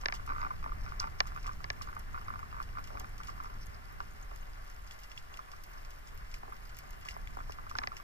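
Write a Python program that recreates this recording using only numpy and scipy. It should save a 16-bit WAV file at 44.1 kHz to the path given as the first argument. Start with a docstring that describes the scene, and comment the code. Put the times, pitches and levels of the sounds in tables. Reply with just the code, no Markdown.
"""Water rumbles past at once, swaying and rubbing a camera's sealed housing on a diver's gear among rocks.
Shrimp snap near and far; mount knocks, soft creaking slips, dull bumps and scuffs come mingled throughout.
Rumble is coloured noise and sway two noisy low modes, both straight at the two microphones.
Rubbing, snaps, mount touches and bumps are noise or clicks ringing the housing modes.
Hiss and a faint electronic whine lie underneath."""
import sys
import numpy as np
from scipy import signal
from scipy.fft import rfft, irfft
from scipy.io import wavfile

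SR = 44100
rng = np.random.default_rng(int(sys.argv[2]) if len(sys.argv) > 2 else 0)


def wav_record(signal):
    """Record a signal, one row per channel, as 16-bit PCM in the file named by sys.argv[1]."""
    frames = np.transpose(np.atleast_2d(signal))
    bounded = np.clip(frames, -1, 1)
    # unit amplitude maps onto the largest positive 16-bit level
    quanta = np.round(bounded * 32767).astype(np.int16)
    wavfile.write(sys.argv[1], SR, quanta)


N = 354123

# Streaming water: t/s, rumble level/dB, nominal rub level/dB, upper rumble re deep/dB
FLOW = [(0, -42.5, -56, -6.5), (.7, -43, -53, 0.5), (1.5, -45.5, -54.5, 2.5), (2.25, -45.5, -53.5, 2),
        (3.0, -46.5, -55, 4), (3.75, -50, -55.5, 4.5), (4.5, -46, -55.5, -5), (5.1, -51, -56, -4),
        (6.0, -49, -56, -3.5), (6.75, -48.5, -55, -0.8), (7.3, -45, -55.5, -0.5), (8.03, -53.5, -55.5, 2.5)]
# In-phase rumble spectrum: f/Hz, relative density/dB per Hz
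RUMBLE_MID = [(15, -3), (26, 3), (50, -6.5), (100, -14), (200, -26.5), (500, -42), (800, -79)]
# Opposed rumble spectrum: f/Hz, relative density/dB per Hz
RUMBLE_SIDE = [(15, -22), (35, -13), (100, -21), (200, -30), (500, -34), (800, -60)]
# Sway modes: f/Hz, width/Hz, relative level/dB
SWAY_MODES = [(62, 3, -1), (167, 5.6, -13)]
# Soft brushes on the housing: t/s, length/s, nominal level/dB
SCUFFS = [(0.516, 0.04, -51), (2.888, 0.18, -42), (4.303, 0.029, -45), (6.46, 0.04, -42),
          (7.39, 0.024, -62)]
# Near shrimp snaps: t/s, nominal level/dB, top octave re level/dB, low body re level/dB
SNAPS = [(0.0125, -48, -9, -25), (0.1405, -40, -19, -18), (0.15, -44, -22, -22), (0.159, -58, -21, -19),
         (0.2633, -51, -1, -20), (0.999, -21, -57, -43), (1.191, -50, -25, -25), (1.2647, -52, -18, -22),
         (1.2708, -45, -8, -22), (1.3473, -54, -6, -20), (1.428, -49, -13, -20), (1.466, -41, -36, -9),
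         (1.5204, -55, -14, -25), (1.5318, -57, 0, -20), (1.8195, -30.5, -47, -35), (1.95, -60, 5, -20),
         (1.9934, -51, -13, -20), (2.6262, -45.5, -21, -25), (2.7906, -56, -16, -17),
         (2.84, -45.5, -9, -19), (2.8734, -48, -3, -14), (2.9925, -58, -25, -25), (2.997, -44, 0, -15),
         (3.18, -48.5, -9, -20), (3.2335, -46.5, -16, -12), (3.2717, -43.5, -24, -22),
         (3.2994, -52, -15, -20), (3.4369, -49, -7, -23), (4.3604, -54, 1, -20), (4.6438, -60, 7, -20),
         (4.677, -58, -5, -20), (4.699, -54, -1, -19), (4.8738, -50.5, -20, -20), (4.91, -46.5, -20, -4),
         (4.92, -53, -1, -20), (4.989, -49.5, -16, -20), (5.0337, -44.5, -25, -24), (5.1157, -48, -25, -8),
         (5.1755, -47, -30, 3), (5.34, -52.5, -15, 2.5), (5.372, -48.5, -11, -7), (5.516, -47.5, -20, -10),
         (5.6377, -49.5, 3, -27), (5.733, -55, -7, -20), (5.8486, -50, -19, -12), (5.9059, -50, -4, -10),
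         (6.0726, -50, -17, -20), (6.1754, -53.5, 1, -4), (6.314, -49, -17, -13), (6.3412, -42, -33, -1.5),
         (6.692, -49, -17, -20), (6.746, -52, -9, -20), (6.768, -50, -3, -11), (6.779, -55, -15, -16),
         (6.7873, -48.5, 5, -5), (6.9071, -55.5, 8, -13), (6.93, -51.5, -17, -3), (7.012, -52, -19, -6),
         (7.051, -46, -18, -5), (7.086, -37.5, -28, -6), (7.1082, -45, -23, -7), (7.2728, -53.5, -6, 6),
         (7.5212, -43.5, -13, -6), (7.6959, -47, -10, -11), (7.7678, -45, -19, -16), (7.967, -42, -23, -6)]
# Mount knocks, mostly hard, a few soft: t/s, nominal level/dB, upper modes re level/dB,
# modes over 3.5 kHz further/dB
KNOCKS = [(0.0355, -31, -25, -2), (0.0578, -26, 8.5, 0.5), (0.0845, -31, 7.5, -2), (0.0985, -35, -14, -18),
          (0.1239, -29.5, 4.5, -7), (1.2041, -23, 10.5, -0.5), (1.6425, -31.5, 1.5, -1),
          (1.702, -30, 9.5, 1.5), (4.0034, -24.5, -27, 11), (7.753, -26.5, -29, 17.5),
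          (7.7859, -29.5, 6.5, 4), (7.8361, -35, 4, -2.5), (7.8725, -30.5, 4, -2)]
# Nominal touches of one knock: delay/s, level/dB, modes over 3.5 kHz further/dB
REBOUNDS = [(0, 0, -0.5), (.0015, -7.5, -5), (.004, -12, -12)]
# Soft creaking slips: t/s, nominal level/dB, upper modes re level/dB
SLIPS = [(0.1374, -39, -15), (0.166, -47, -21), (0.196, -41, -25), (0.2762, -36.5, -21), (0.2911, -34, -19),
         (0.2998, -33.5, -23), (0.306, -38, -21), (0.3202, -33.5, -28), (0.3344, -44, -27),
         (0.349, -39, -21), (0.362, -35, -28), (0.382, -35, -26), (0.3962, -38, -21), (0.407, -37, -25),
         (0.4156, -34, -10.5), (0.4282, -34, -24), (0.4363, -37, -22), (0.4485, -32, -21),
         (0.465, -35, -25), (0.5062, -34, -26), (0.5301, -48, -28), (0.627, -42, -16), (0.6407, -36.5, -14),
         (0.6756, -41, -21), (0.6927, -45, -23), (0.7194, -37, -31), (0.863, -39, -16), (0.8773, -42, -21),
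         (0.9202, -38.5, -21), (1.0052, -35, -27), (1.0185, -42, -21), (1.028, -34.5, -12),
         (1.0402, -33, -24), (1.051, -43, -21), (1.0717, -37, -17), (1.2554, -43, -21), (1.27, -45, -21),
         (1.278, -52, -19), (1.319, -42, -23), (1.3614, -36, -15), (1.3754, -37.5, -23), (1.4435, -44, -9),
         (1.46, -37.5, -18), (1.4769, -38, -19), (1.4916, -38, -15), (1.5122, -44, -23), (1.6044, -41, -26),
         (1.7952, -51, -21), (1.8117, -38, -21), (1.873, -40, -21), (1.887, -39, -21), (1.928, -40.5, -28),
         (1.966, -35.5, -30), (2.1446, -33, -39), (2.161, -43, -23), (2.1763, -36, -33),
         (2.2128, -41.5, -27), (2.2651, -52, -21), (2.2823, -37, -15), (2.3033, -38, -33),
         (2.322, -46, -21), (2.338, -38, -24), (2.357, -41, -21), (2.391, -40.5, -19), (2.4288, -38.5, -27),
         (2.527, -42, -30), (2.5435, -40, -23), (2.5663, -40, -24), (2.584, -43, -26), (2.6005, -35.5, -25),
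         (2.616, -41.5, -25), (2.752, -41.5, -25), (2.7707, -34.5, -30), (2.785, -36, -17),
         (2.972, -37.5, -15), (3.0439, -39.5, -12), (3.202, -38, -27), (3.2835, -40, -28),
         (3.2916, -37, -33), (3.378, -46, -25), (3.4012, -35, -35), (3.426, -46, -21), (3.4447, -42, -29),
         (3.4565, -41, -25), (3.468, -44, -23), (3.498, -43, -23), (3.5295, -48, -26), (5.391, -38, -27),
         (5.486, -47, -23), (5.5345, -45.5, -23), (5.7718, -47, -21), (6.523, -40, -24),
         (7.0575, -42.5, -17), (7.4038, -39.5, -23), (7.5856, -41, -27), (7.6667, -42.5, -23),
         (7.7126, -39.5, -23), (7.8167, -37, -25), (7.8319, -37, -15), (7.9186, -36.5, -23),
         (7.9995, -45.5, -18)]
# Dull bumps on the housing: t/s, nominal level/dB
BUMPS = [(0.6607, -25.5), (2.9035, -35), (2.952, -34), (3.0065, -33), (4.314, -36), (6.4319, -28.5),
         (7.1646, -30), (7.3692, -28), (7.388, -32), (7.4945, -27.5)]
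# Housing modes: f/Hz, t60/s, struck level/dB, extra for snaps from the water/dB
HOUSING_MODES = [ (255.7, 0.083, -21.5, -40), (400, 0.024, -11.5, -38), (625, 0.016, -6, -39),
                 (764, 0.032, -9.5, -21), (904, 0.13, -20, -38), (1077, 0.017, -3, -20),
                 (1209, 0.0097, 2.06, -24), (1412, 0.013, -1.5, -19), (1736, 0.017, -6.5, -17),
                 (2036, 0.011, 1, 4), (2285, 0.0049, 5.5, 7.5), (2757, 0.01, -11.5, 20),
                 (3385.2, 0.017, -26.5, 24), (3944, 0.012, -8, -12), (4470, 0.0076, -10, -7),
                 (5042, 0.0048, -3, -2), (5520, 0.0039, -9.5, 9), (6540, 0.0034, -18.5, 18),
                 (7120, 0.0025, -36.5, 25.5), (11380, 0.0014, -33, 35.5), (15400, 0.00051, -33.5, 41)]
# Same modes at the right microphone: level re left/dB, phase lag/rad
RIGHT_MODES = [(-2, 2), (-1, 4), (0, 3.5), (-3, 2.5), (-0.5, 3.0), (-0.5, 3), (-3, 4), (-1, 4.5), (2, 4.5),
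               (-3, 2.02), (-4, 2.5), (0.45, 2.5), (-0.5, 1.5), (-5.5, 3.5), (-13, 1.8), (3.5, 2),
               (3, 1.76), (0, 1.83), (6, 0.6), (-3.5, 0.4), (-0.5, 0.5)]
# Hiss spectrum: f/Hz, relative density/dB per Hz
HISS = [(300, -12.5), (1500, -3.5), (2300, -10.5), (3300, -15), (6000, -21), (9000, -23.5), (16000, -24.5)]

MIDDLING_FLOW_DB = -48   # upper rumble at which sway has its base level
SWAY_DB, SWAY_DB_PER_FLOW_DB, SWAY_GUSTS_DB = -56.5, 1.0, -2
FAR_SNAPS_PER_S, FAR_SNAPS_DB = 270, -85   # nominal rate
FAINT_SNAPS_PER_S = 9
# level, top octave, low body
FAINT_SNAP_DB, FAINT_SNAP_SPREAD_DB = (-60, -15, -17), (2.0, 3.0, 4.5)
SNAP_SMEAR_S = 0.00072   # mean of random delays
FORERUNNER_S, FORERUNNER_DB = 0.0025, -15.5
CONTACT_CUT_HZ, BUMP_CUT_HZ = 7300, 1090
KNOCK_GRIT_DB, SLIP_GRIT_DB = -29.5, -28.5
CHATTER_S, CHATTER_GROWTH_DB = 0.000812, 4.5   # per touch of a slip
AFTER_SLIP_S, AFTER_SLIP_DB = .006, -11   # nominal
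HISS_DB = -61
WHINE_HZ, WHINE_DB = 11240, -92
STOPBAND_HZ = 16000


def amp(db):
    """dB to gain."""
    return 10 ** (np.asarray(db) / 20)


def rms_one(x):
    """Scale to rms 1."""
    return x / np.sqrt(np.mean(x ** 2) + 1e-20)


def in_time(rows):
    """Interpolate table columns to one value a sample."""
    s, *columns = np.transpose(rows)
    return [np.interp(np.arange(N) / SR, s, c) for c in columns]


def drift(rate_hz):
    """Slow noise of rms 1: two equal poles, run every 40 samples."""
    r = np.exp(-80 * np.pi * rate_hz / SR)
    noise = rng.standard_normal(N // 40 + 2002)
    slow = signal.lfilter([1], [1, -2 * r, r * r], noise)[2000:]   # settled part
    return np.interp(np.arange(N) / 40, np.arange(len(slow)), rms_one(slow))


def coloured(points):
    """Noise shaped to a spectrum table."""
    hz, db = np.transpose(points)
    bins_hz = np.arange(N // 2 + 1) * SR / N + 1e-3   # avoids log(0)
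    gain = amp(np.interp(np.log(bins_hz), np.log(hz), db))
    return irfft(rfft(rng.standard_normal(N)) * gain, N)


def low_pass(x, hz, order):
    """Butterworth low-pass."""
    return signal.sosfilt(signal.butter(order, hz, fs=SR, output="sos"), x)


def train(times_s, gains):
    """One-sample clicks at given times."""
    out = np.full(N, 1e-18)
    np.add.at(out, np.minimum((times_s * SR).astype(int), N - 1), gains)
    return out


def scattered(clicks, scatter_db, t60_s):
    """Clicks, each trailed by decaying noise."""
    tail = signal.lfilter([0, 1], [1, -amp(-60 / (t60_s * SR))], clicks)
    return clicks + amp(scatter_db) * tail * rng.standard_normal(N)


def own_strengths(count, spread_db):
    """Random dB offset per event, keyed by mode frequency."""
    offsets_db = spread_db * rng.standard_normal((count, len(HOUSING_MODES)))
    return dict(zip(np.transpose(HOUSING_MODES)[0], offsets_db.T))


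def streaming(rumble_db, upper_db):
    """Turbulence presses on both microphones alike, plus a weaker opposed part."""
    mid, side = coloured(RUMBLE_MID), coloured(RUMBLE_SIDE)
    deep = low_pass(mid, 55, order=1)
    mid = deep + (mid - deep) * amp(upper_db)
    return amp(rumble_db + drift(3)) / np.std(deep) * (mid + side * [[1], [-1]])


def sway(flow_db):
    """Eddies keep two low modes ringing, harder in faster water; microphones move in opposition."""
    out = 0
    for hz, width_hz, db in SWAY_MODES:
        phase = 2 * np.pi * hz * np.arange(N) / SR
        out = out + amp(db) * (drift(width_hz) * np.sin(phase) + drift(width_hz) * np.cos(phase))
    level_db = SWAY_DB + SWAY_DB_PER_FLOW_DB * (flow_db - MIDDLING_FLOW_DB)
    return amp(level_db + SWAY_GUSTS_DB * drift(1.3)) * out * [[1], [-1]]


def rubbing(rub_db):
    """Fine eddies rub the housing all the time; scuffs catch and let go in swells of duller grains."""
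    t, swell = np.arange(N) / SR, np.zeros(N)
    for s, length_s, db in SCUFFS:
        swell += amp(db) * np.sin(np.pi * np.clip((t - s) / length_s, 0, 1))
    grains = 8 * rng.standard_normal(N) * (rng.random(N) < 350 / SR)   # 350 per s
    scuffs = swell * low_pass(grains, 870, order=4)
    water = low_pass(rng.standard_normal((2, N)), 1275, order=2)
    water = amp(rub_db - 13.5 + 1.44 * drift(12.0)) * water
    water -= low_pass(water, 420, order=1)   # fine eddies hardly move the low modes
    return lambda hz, water_db: amp(-13.0) * scuffs + water[rng.integers(2)]


def faint_snaps():
    """Middle-distance snaps at random times, as rows like SNAPS."""
    count = int(FAINT_SNAPS_PER_S * N / SR)
    levels_db = FAINT_SNAP_DB + FAINT_SNAP_SPREAD_DB * rng.standard_normal((count, 3))
    return np.c_[rng.random(count) * N / SR, levels_db]


def shrimp():
    """Snap: faint forerunner, double click, dull rock echoes; far snaps merge into crackle and wash."""
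    s, db, top_db, body_db = np.vstack([SNAPS, faint_snaps()]).T
    own_db = own_strengths(count=len(s), spread_db=3.5)
    returned = train(s, amp(np.minimum(db, -38)))   # nearest snaps stand far above their echoes
    echoes = scattered(returned, -18.5, 0.088) - returned
    snaps = train(s, amp(db))
    echoes += scattered(snaps, -46.0, 0.3) - snaps   # far walls answer longer
    sizes = amp(1.3 * np.minimum(rng.exponential(1, N), 4)) * rng.choice([-1, 1], N)
    born = rng.random(N) < FAR_SNAPS_PER_S * amp(4.0 * drift(8)) / SR
    crackle = amp(FAR_SNAPS_DB) * rms_one(sizes * born)
    wash = amp(-81.5) * rng.standard_normal(N)

    def drive(hz, water_db):
        patchy = amp(5.6 * drift(32))   # snaps from other sides favour other modes
        if hz > 8000:
            colour_db, diffuse_db = top_db + 7.0, -3
        elif hz < 3400:
            colour_db, diffuse_db = body_db, -12
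        else:
            colour_db, diffuse_db = 0, 0
        if 6000 < hz < 8000:   # dull snaps fade from 6 kHz up
            colour_db = colour_db + 0.47 * (top_db + 15.5)
        late_s = SNAP_SMEAR_S * rng.exponential(1, (len(s), 3))   # uneven arrival at each mode
        gain = amp(db + colour_db + own_db[hz])
        near = train(s + late_s[:, 0], gain) - 0.2 * train(s + late_s[:, 1], gain)
        near = near + amp(FORERUNNER_DB) * train(s - FORERUNNER_S + late_s[:, 2], gain)
        near = near + amp(-9 * (hz > 8000) + diffuse_db) * echoes
        far = amp(diffuse_db) * (patchy * crackle + wash)
        return amp(water_db) * (near + far)
    return drive


def knock_touches():
    """A knock rebounds twice, unevenly, weaker and duller."""
    uneven = rng.uniform(.75, 1.25, (len(KNOCKS), len(REBOUNDS)))
    touches = []
    for k, (delay_s, db, top_db) in enumerate(REBOUNDS):
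        touches.append(KNOCKS + np.outer(uneven[:, k], [delay_s, db, 0, top_db]))
    return np.vstack(touches)


def creak_slips():
    """A slip builds in four touches, then a smaller slip follows in the same way."""
    slips = np.c_[SLIPS, np.zeros(len(SLIPS))]
    uneven = rng.uniform(.6, 1.5, (len(SLIPS), 4))
    slips = np.vstack([slips, slips + uneven * [AFTER_SLIP_S, AFTER_SLIP_DB, 0, 0]])
    steps = [[(k - 2) * CHATTER_S, (k - 3) * CHATTER_GROWTH_DB + 3.5, 0, 0] for k in range(4)]
    return np.vstack([slips + step for step in steps])


def mount():
    """Each mount touch strikes every mode with its own strength, then grates on briefly."""
    knocks, slips = knock_touches(), creak_slips()
    s, db, upper_db, top_db = np.vstack([knocks, slips]).T
    knock_db = own_strengths(count=len(knocks), spread_db=3.0)
    slip_db = own_strengths(count=len(SLIPS), spread_db=2.0)
    grit_db = np.r_[np.full(len(knocks), KNOCK_GRIT_DB), np.full(len(slips), SLIP_GRIT_DB)]
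    rough = train(s, amp(db + grit_db))
    grit = scattered(rough, 0, 0.048) - rough

    def drive(hz, water_db):
        # soft contacts mostly reach modes near 1 kHz, hard ones upper and lower modes too
        hard = .4 if hz < 800 else np.interp(np.log(hz), np.log([1340, 1670, 1950, 2900]), [0, .55, .6, 1])
        own_db = np.r_[knock_db[hz], np.resize(slip_db[hz], len(slips))]   # a slip's touches share theirs
        touches = train(s, amp(db + hard * upper_db + (hz > 3500) * top_db + own_db))
        return low_pass(touches + amp(-22 * hard) * grit, CONTACT_CUT_HZ, order=4)   # rubber-soft contact
    return drive


def bumping():
    """A dull, rough bump drives only the lower modes, the lowest but little."""
    s, db = np.transpose(BUMPS)
    own_db = own_strengths(count=len(s), spread_db=2.5)

    def drive(hz, water_db):
        clicks = train(s, amp(db + 1.0 + own_db[hz]))
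        thud = low_pass(scattered(clicks, -25, 0.023), BUMP_CUT_HZ, order=4)
        return thud - low_pass(thud, 340, order=1)
    return drive


def housing(*drives):
    """Damped modes, excited by each drive(hz, water_db), ring in both microphones; the right one lags."""
    out = np.zeros((2, N))
    for (hz, t60_s, db, water_db), (right_db, lag_rad) in zip(HOUSING_MODES, RIGHT_MODES):
        r, w = amp(-60 / (t60_s * SR)), 2 * np.pi * hz / SR
        band_hz = [hz / 1.357, min(hz * 1.231, .45 * SR)]
        near = signal.butter(2, band_hz, "band", fs=SR, output="sos")
        x = signal.sosfilt(near, sum(drive(hz, water_db) for drive in drives))   # builds over a cycle
        x = amp(db) * (-x if hz > 13000 else x)   # top mode swings against its neighbour
        poles = [1, -2 * r * np.cos(w), r * r]
        out[0] += signal.lfilter([0, r * np.sin(w)], poles, x)
        right_zeros = [-np.sin(lag_rad), r * np.sin(w + lag_rad)]
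        out[1] += amp(right_db) * signal.lfilter(right_zeros, poles, x)
    return out


def scene():
    """All sources at the two microphones."""
    rumble_db, rub_db, upper_db = in_time(FLOW)
    water = streaming(rumble_db, upper_db) + sway(rumble_db + upper_db)
    return water + housing(rubbing(rub_db), shrimp(), mount(), bumping())


def record(dry):
    """Add separate hiss per channel and a shared electronic whine, then cut the top steeply."""
    hiss = amp(HISS_DB) * rms_one(np.array([coloured(HISS), coloured(HISS)]))
    whine = amp(WHINE_DB) * np.sin(2 * np.pi * WHINE_HZ * np.arange(N) / SR)
    top_cut = signal.cheby2(14, 60, STOPBAND_HZ, fs=SR, output="sos")
    return signal.sosfilt(top_cut, dry + hiss + whine)


dry = scene()
out = record(dry)
wav_record(out)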